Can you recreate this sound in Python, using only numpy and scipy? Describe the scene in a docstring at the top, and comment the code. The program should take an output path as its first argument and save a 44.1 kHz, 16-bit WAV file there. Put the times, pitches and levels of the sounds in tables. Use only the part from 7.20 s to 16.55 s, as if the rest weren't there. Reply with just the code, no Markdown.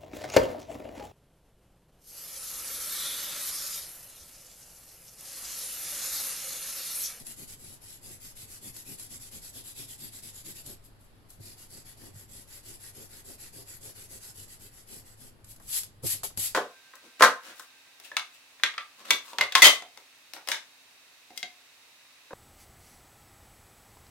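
"""A rubber eraser scrubs a drawing on a wooden desk in a small quiet room. It rasps on the paper
fibres and, where it drags, shudders through the desk top; the sheet ticks as it is caught.
At 3.6 s it pauses and a hand brushes the sheet. A second bout runs from 4.2 s to 8.1 s, with soft knocks.
Then the hand sweeps the crumbs off, thudding on the desk. Two unlike microphone ports colour it all."""
import sys
import numpy as np
from scipy import signal
from scipy.fft import rfft, irfft, next_fast_len
from scipy.io import wavfile
from scipy.ndimage import uniform_filter1d, map_coordinates

SR = 44100
rng = np.random.default_rng(int(sys.argv[2]) if len(sys.argv) > 2 else 0)


def wav_out(sig):
    """Save sig, one row per channel (or a flat mono array), as 16-bit PCM at SR to the path in sys.argv[1]."""
    wavfile.write(sys.argv[1], SR, np.round(np.clip(np.atleast_2d(sig).T, -1, 1) * 32767).astype(np.int16))


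N = 412202

# eraser rubs: (push start [s], turn [s], rasp [dB], shudder [dB])
RUBS = [(-0.074, 0.043, -48.5, -48.5), (0.156, 0.267, -48.5, -51.5), (0.363, 0.598, -51, -56.5),
        (0.807, 0.991, -50, -52.5), (1.148, 1.267, -48.5, -59.5), (1.406, 1.526, -48.5, -53),
        (1.645, 1.77, -47, -50.5), (1.888, 1.99, -48.5, -53), (2.107, 2.207, -48.5, -50.5),
        (2.323, 2.43, -48, -52), (2.543, 2.67, -47, -52.5), (2.773, 2.911, -47.5, -52.5),
        (3.017, 3.125, -48, -55.5), (3.235, 3.341, -47, -52.5), (3.433, 3.56, -48.5, -49),
        (4.192, 4.361, -52, -59.5), (4.482, 4.64, -52, -56.5), (4.757, 4.925, -54.5, -51.5),
        (5.072, 5.265, -52.5, -59), (5.423, 5.586, -50, -56.5), (5.727, 5.885, -51, -52),
        (6.034, 6.172, -50, -51), (6.315, 6.449, -50, -51.5), (6.597, 6.738, -50, -53),
        (6.884, 6.998, -48.5, -54), (7.136, 7.271, -51, -61), (7.385, 7.505, -52.5, -60),
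        (7.654, 7.831, -50, -55.5), (7.965, 8.118, -55, -58)]
# rasp of the return against the push: (time [s], level [dB])
RETURN_WEIGHT = [(0, 0.5), (4.6, -3), (5.25, 1.5), (5.6, -1), (7.2, -0.5), (7.9, -9.5)]
# colour by spot on the sheet: (time [s], shudder centre [Hz], sheet ring [Hz], ring [dB], hollow [dB])
SPOT_COLOUR = [(0, 237, 3900, -22, -17), (1.9, 247, 3700, -21, -19.5), (2.4, 240, 3620, -6, -22),
               (3.5, 270, 3700, -12, -21.5), (4.2, 274, 4540, -5, -12.5), (5.5, 306, 4770, -16, -10.5),
               (6.7, 413, 4660, -13, -10.5), (8.0, 257, 4930, -17, -11.5)]
# rubber on paper: (frequency [Hz], density [dB])
RASP_SPECTRUM = [(200, -26), (700, -9.5), (1200, -10.5), (1800, -2.5), (2500, 0.5), (3500, -0.5), (5000, 1),
                 (8000, -1.2), (11000, -4.5), (15000, -11)]
# air cupped under the hand: (frequency [Hz], width [Hz], level [dB])
HOLLOW_MODES = [(844, 96, -3.5), (1454, 174, 1), (1964, 180, 2)]
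# desk top: (frequency [Hz], width [Hz], level [dB])
DESK_MODES = [(99.4, 32.4, 8.5), (141, 50, 6), (178, 24, 0), (232.4, 57, -3), (294, 37.4, -2.5),
              (336, 34, -4.5), (405, 34, -1.5), (542, 70, -5.5), (722, 103, -8.5), (856, 81, -8),
              (1180, 240, -12.5), (1910, 290, -21.5)]
# room noise: (frequency [Hz], density [dB])
AIR_SPECTRUM = [(20, 2.5), (35, 0.5), (62, -7.5), (100, 0.2), (160, -8.5), (230, -10.5), (400, -14),
                (800, -18), (1800, -23), (4500, -30), (7000, -41.5), (11000, -43.5), (15000, -48)]
# room decay: (frequency [Hz], t60 [s])
ROOM_T60 = [(150, 0.28), (1500, 0.25), (6000, 0.24), (14000, 0.13)]
# sheet caught or touched: (time [s], relative level [dB])
TICKS = [(0.0677, -32.5), (1.5643, -33.5), (1.797, -33.5), (3.463, -34.5), (4.1034, -42), (6.0876, -39),
         (7.231, -42), (8.2445, -42.5), (8.362, -45.5), (8.399, -50), (8.6333, -29.5), (9.034, -25),
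         (9.174, -22.5)]
# sheet tick: (frequency [Hz], density [dB])
TICK_SPECTRUM = [(300, -1), (1300, -6.5), (5000, 0.5), (10000, -3), (15000, -12)]
# hand sweeps: (start [s], rise [s], hold [s], level [dB])
SWEEPS = [(3.611, .045, .004, -63), (3.778, 0.031, 0.052, -72), (4.078, 0.019, 0.046, -64),
          (8.238, 0.072, .008, -54.5), (8.397, 0.03, 0.019, -63), (8.449, 0.096, 0.043, -36),
          (8.819, 0.051, 0.06, -35), (9.029, 0.011, 0.0094, -39), (9.16, 0.041, 0.072, -37)]
# skin on paper: (frequency [Hz], density [dB])
SWISH_SPECTRUM = [(150, -24), (700, -14.5), (1200, -12.5), (1800, -7.5), (2500, -3.5), (3500, -1.5),
                  (5000, -2), (8000, -3.5), (11000, -5.5), (15000, -8)]
# hand and fingertip landings: (time [s], thud [dB], slap [dB], softness [s], brightness [Hz])
KNOCKS = [(4.185, -46, -53, 0.0067, 200), (4.94, -41.5, -63, 0.0078, 150), (7.167, -43, -55.5, 0.039, 218),
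          (8.398, -62, -61, 0.0003, 2200), (8.826, -32, -36, 0.015, 233), (8.936, -46, -57, 0.0022, 300),
          (9.031, -51, -44.5, .0004, 1180), (9.099, -59, -62, 0.0015, 1180),
          (9.174, -36.5, -50.5, 0.0026, 408)]
# bending of the whole desk: (frequency [Hz], level [dB], t60 [s])
BENDING_MODES = [(71, -2, 0.087), (99.6, 4.5, 0.19), (132, 2.5, 0.096), (171, -6, 0.087)]
# left-right likeness: (frequency [Hz], correlation [0..1])
COHERENCE = [(30, 0.96), (80, 0.65), (300, 0.53), (600, 0.45), (1200, 0.04), (3000, 0.017)]
# microphone port responses: (frequency [Hz], gain [dB])
LEFT_PORT = [(2400, 0.0), (3500, -0.5), (4700, 2.5), (5800, -2.5), (6800, -1), (7900, -8.5), (8600, -5.5),
             (9600, 6.5), (10600, 21), (11500, 18.5), (12500, 14.5), (13400, 9.5), (14500, -1), (15500, -1)]
RIGHT_PORT = [(2400, -0.5), (3600, 2.5), (4200, 1.5), (4800, 6), (5900, 3.5), (7000, 9.5), (7900, 14.5),
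              (8700, 8), (9500, 3), (9850, -5), (11000, -10.5), (13000, -3.5), (15500, -15)]


def amp(db):
    """Decibels to gain."""
    return 10 ** (np.asarray(db) / 20)


def unit(x):
    """x at rms 1."""
    return x / np.sqrt(np.mean(x ** 2) + 1e-20)


def along(points, hz):
    """(Hz, value) points read on a log axis."""
    knots_hz, values = np.transpose(points)
    return np.interp(np.log(hz + 1), np.log(knots_hz + 1), values)


def wobble(rate_hz):
    """Smooth random curve through rate_hz knots a second."""
    knots = rng.standard_normal(int(N * rate_hz / SR) + 4)
    return map_coordinates(knots, [np.arange(N) * rate_hz / SR])


def filtered(x, response):
    """x through a complex frequency response."""
    size = next_fast_len(N + SR // 2)
    return irfft(rfft(x, size) * response(np.fft.rfftfreq(size, 1 / SR)), size)[..., :N]


def shaped(x, spectrum):
    """x coloured by (Hz, dB) points, at rms 1."""
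    return unit(filtered(x, lambda hz: amp(along(spectrum, hz))))


def resonances(modes, hz):
    """Summed response of modes of alternating sign."""
    return sum((-1) ** k * amp(db) * 1j * hz * width_hz / (mode_hz ** 2 - hz ** 2 + 1j * hz * width_hz)
               for k, (mode_hz, width_hz, db) in enumerate(modes))


def noise(patchy_db):
    """Stereo white noise, alike in the bass; its colour shifts in patches."""
    def mid_side_gains(hz):
        angle = np.arccos(along(COHERENCE, hz)) / 2
        return np.array([np.cos(angle), np.sin(angle)])

    bins = signal.stft(rng.standard_normal((2, N)), nperseg=1024)[2]
    patches = uniform_filter1d(rng.standard_normal(bins.shape[1:]), size=5, axis=0)
    patches = unit(uniform_filter1d(patches, size=7, axis=1))
    pair = signal.istft(bins * amp(patchy_db * patches), nperseg=1024)[1][:, :N]
    mid, side = filtered(pair, mid_side_gains)
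    return unit(np.array([mid + side, mid - side]))


def moving_peak(x, times_s, centres_hz, boost_db, width_oct):
    """x with a broad peak that glides between centres, at rms 1."""
    hz, t, bins = signal.stft(x, SR, nperseg=2048)
    offset_oct = np.log2((hz[:, None] + 1) / np.interp(t, times_s, centres_hz))
    gain = amp(boost_db * np.exp(-(offset_oct / width_oct) ** 2))
    return unit(signal.istft(bins * gain, SR, nperseg=2048)[1][:, :N])


def friction(spectrum, grain_db, grain_hz, patchy_db):
    """Countless tiny slips, bunched into grains by the tooth of the paper."""
    slips = noise(patchy_db) * amp(grain_db * wobble(grain_hz))
    return shaped(slips, spectrum)


def strokes(lift_s=0.3, push_hollow_db=-6.5, return_shudder_db=-10, return_ring_db=-2.5):
    """A pressed push, then a return that drags less; before a wait over lift_s the eraser lifts off."""
    push_top, return_top = 0.49, 0.44  # top speed, as a share of the stroke
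    next_pushes_s = [rub[0] for rub in RUBS[1:]] + [np.inf]
    for (push_s, turn_s, rasp_db, shudder_db), end_s in zip(RUBS, next_pushes_s):
        yield push_s, turn_s, push_top, rasp_db, shudder_db, push_hollow_db, 0
        if end_s - turn_s < lift_s:
            rasp_db += np.interp(turn_s, *np.transpose(RETURN_WEIGHT))
            yield turn_s, end_s, return_top, rasp_db, shudder_db + return_shudder_db, 0, return_ring_db


def stroke_envelopes(usual_s=0.13, doubling_db=1.5, overlap_s=0.0042):
    """The rubber speeds up and stops in each stroke; rasp, shudder, hollow and ring follow its speed."""
    t = np.arange(N) / SR
    rasp, shudder, hollow, ring = np.zeros((4, N))
    for start_s, end_s, top, rasp_db, shudder_db, hollow_db, ring_db in strokes():
        haste_db = doubling_db * np.log2(usual_s / (end_s - start_s))
        start_s, end_s = start_s - overlap_s, end_s + overlap_s  # the rubber turns in a narrow loop
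        span = slice(max(0, int(start_s * SR)), int(end_s * SR))
        phase = np.interp((t[span] - start_s) / (end_s - start_s), [0, top, 1], [0, 0.5, 1])
        speed = np.abs(np.sin(np.pi * phase))
        slide = amp(rasp_db + haste_db) * np.tanh(1.34 * speed ** 1.47)  # friction levels off at speed
        rasp[span] += slide
        shudder[span] += amp(shudder_db) * speed ** 1.62
        hollow[span] += slide * amp(hollow_db)
        ring[span] += slide * amp(ring_db)
    return rasp, shudder, hollow, ring


def eraser(fibres_db=-3):
    """Rubber rasps on the fibres, rings the sheet and the air under the hand, and shakes the desk top."""
    t = np.arange(N) / SR
    rasp, shudder, hollow, ring = stroke_envelopes()
    times_s, shudder_hz, ring_hz, ring_db, hollow_db = np.transpose(SPOT_COLOUR)
    grip = amp(0.7 * wobble(45) + 0.8 * wobble(170))  # crumbs roll under the rubber
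    fibres = amp(fibres_db) * friction(RASP_SPECTRUM, grain_db=1, grain_hz=1500, patchy_db=3)
    sheet = moving_peak(noise(patchy_db=1.5), times_s, ring_hz, boost_db=18.5, width_oct=0.45)
    sheet *= amp(np.interp(t, times_s, ring_db))
    scrape = noise(patchy_db=2) * amp(3 * wobble(300))
    cupped_air = unit(filtered(scrape, lambda hz: resonances(HOLLOW_MODES, hz)))
    cupped_air *= amp(np.interp(t, times_s, hollow_db))
    judder = noise(patchy_db=0.5) * amp(2 * wobble(160))
    wood = filtered(judder, lambda hz: resonances(DESK_MODES, hz))
    wood = moving_peak(wood, times_s, shudder_hz, boost_db=12, width_oct=1)
    return grip * (rasp * fibres + ring * sheet + hollow * cupped_air + shudder * wood)


def room_noise(air_db=-57, drone_db=-65, drone_hz=104, half_width_hz=12):
    """Steady room noise with a low resonant drone."""
    air = shaped(noise(patchy_db=1), AIR_SPECTRUM)
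    drone = unit(filtered(noise(patchy_db=1), lambda hz: 1 / (1 + ((hz - drone_hz) / half_width_hz) ** 2)))
    return amp(air_db) * air + amp(drone_db) * drone


def reverb(x, predelay_s=0.004):
    """Wall reflections; each frequency dies at its own rate."""
    hz, t, bins = signal.stft(rng.standard_normal((2, SR // 2)), SR, nperseg=256)
    decay = amp(-60 * t / along(ROOM_T60, hz)[:, None])
    tail = signal.istft(bins * decay, SR, nperseg=256)[1]
    tail = np.pad(tail / np.linalg.norm(tail[0]), ((0, 0), (int(predelay_s * SR), 0)))
    return signal.fftconvolve(x, tail, axes=1)[:, :N]


def sheet_ticks(t60_s=0.048, gain_db=-12):
    """Short dry snaps of the sheet."""
    envelope, t = np.zeros(N + SR), np.arange(SR // 10) / SR
    for start_s, db in TICKS:
        envelope[int(start_s * SR):][:len(t)] += amp(db + gain_db - 60 * t / t60_s)
    return envelope[:N] * shaped(rng.standard_normal((2, N)), TICK_SPECTRUM)


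def hand_sweeps(gain_db=-1, t60_s=0.14):
    """Skin on paper, a finer hiss than the rubber's: it swells, holds and fades as the hand lifts."""
    envelope, t = np.zeros(N + SR), np.arange(SR // 2) / SR
    for start_s, rise_s, hold_s, db in SWEEPS:
        swell = np.minimum(t / rise_s, 1) ** 1.7
        fade_db = 60 * np.maximum(t - rise_s - hold_s, 0) / t60_s
        envelope[int(start_s * SR):][:len(t)] += swell * amp(db - fade_db)
    skin = friction(SWISH_SPECTRUM, grain_db=1.2, grain_hz=1800, patchy_db=1.5)
    return amp(gain_db + 0.9 * wobble(70)) * envelope[:N] * skin


def desk_knocks(decay_s=0.012):
    """Flesh lands on the desk: the whole top bends with a thud, and the contact slaps its higher modes."""
    out, t = np.zeros((2, N + SR)), np.arange(SR // 4) / SR
    hz = np.fft.rfftfreq(len(t), 1 / SR)
    contact = noise(patchy_db=0.5)
    bend = sum(amp(db - 60 * t / t60_s) * np.sin(2 * np.pi * mode_hz * t)
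               for mode_hz, db, t60_s in BENDING_MODES)
    for start_s, thud_db, slap_db, soft_s, bright_hz in KNOCKS:
        onset = int(start_s * SR)
        press = 1 - np.exp(-(t / soft_s) ** 2)
        force = press * np.exp(-t / decay_s) * np.roll(contact, -onset, axis=1)[:, :len(t)]
        band = 1j * hz / bright_hz / (1 + 1j * hz / bright_hz) ** 2  # contact size picks the modes
        slap = irfft(rfft(force) * band ** 2 * resonances(DESK_MODES, hz), len(t))
        slap *= amp(slap_db) / np.std(slap[:, :SR // 20])
        thud = press * bend
        thud *= amp(thud_db) / np.abs(thud).max()
        out[:, onset:][:, :len(t)] += thud + slap
    return out[:, :N]


def scene(paper_send_db=-7, knock_send_db=-18):
    """Paper and desk sounds, a little reverb, and room noise."""
    paper = eraser() + hand_sweeps() + sheet_ticks()
    knocks = desk_knocks()
    reflections = reverb(amp(paper_send_db) * paper + amp(knock_send_db) * knocks)
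    return paper + knocks + reflections + room_noise()


def record(dry, cutoff_hz=15800):
    """Each port rings at its own treble resonance; nothing passes above the cutoff."""
    return filtered(dry, lambda hz: amp([along(LEFT_PORT, hz), along(RIGHT_PORT, hz)]) * (hz < cutoff_hz))


dry = scene()
out = record(dry)
wav_out(out)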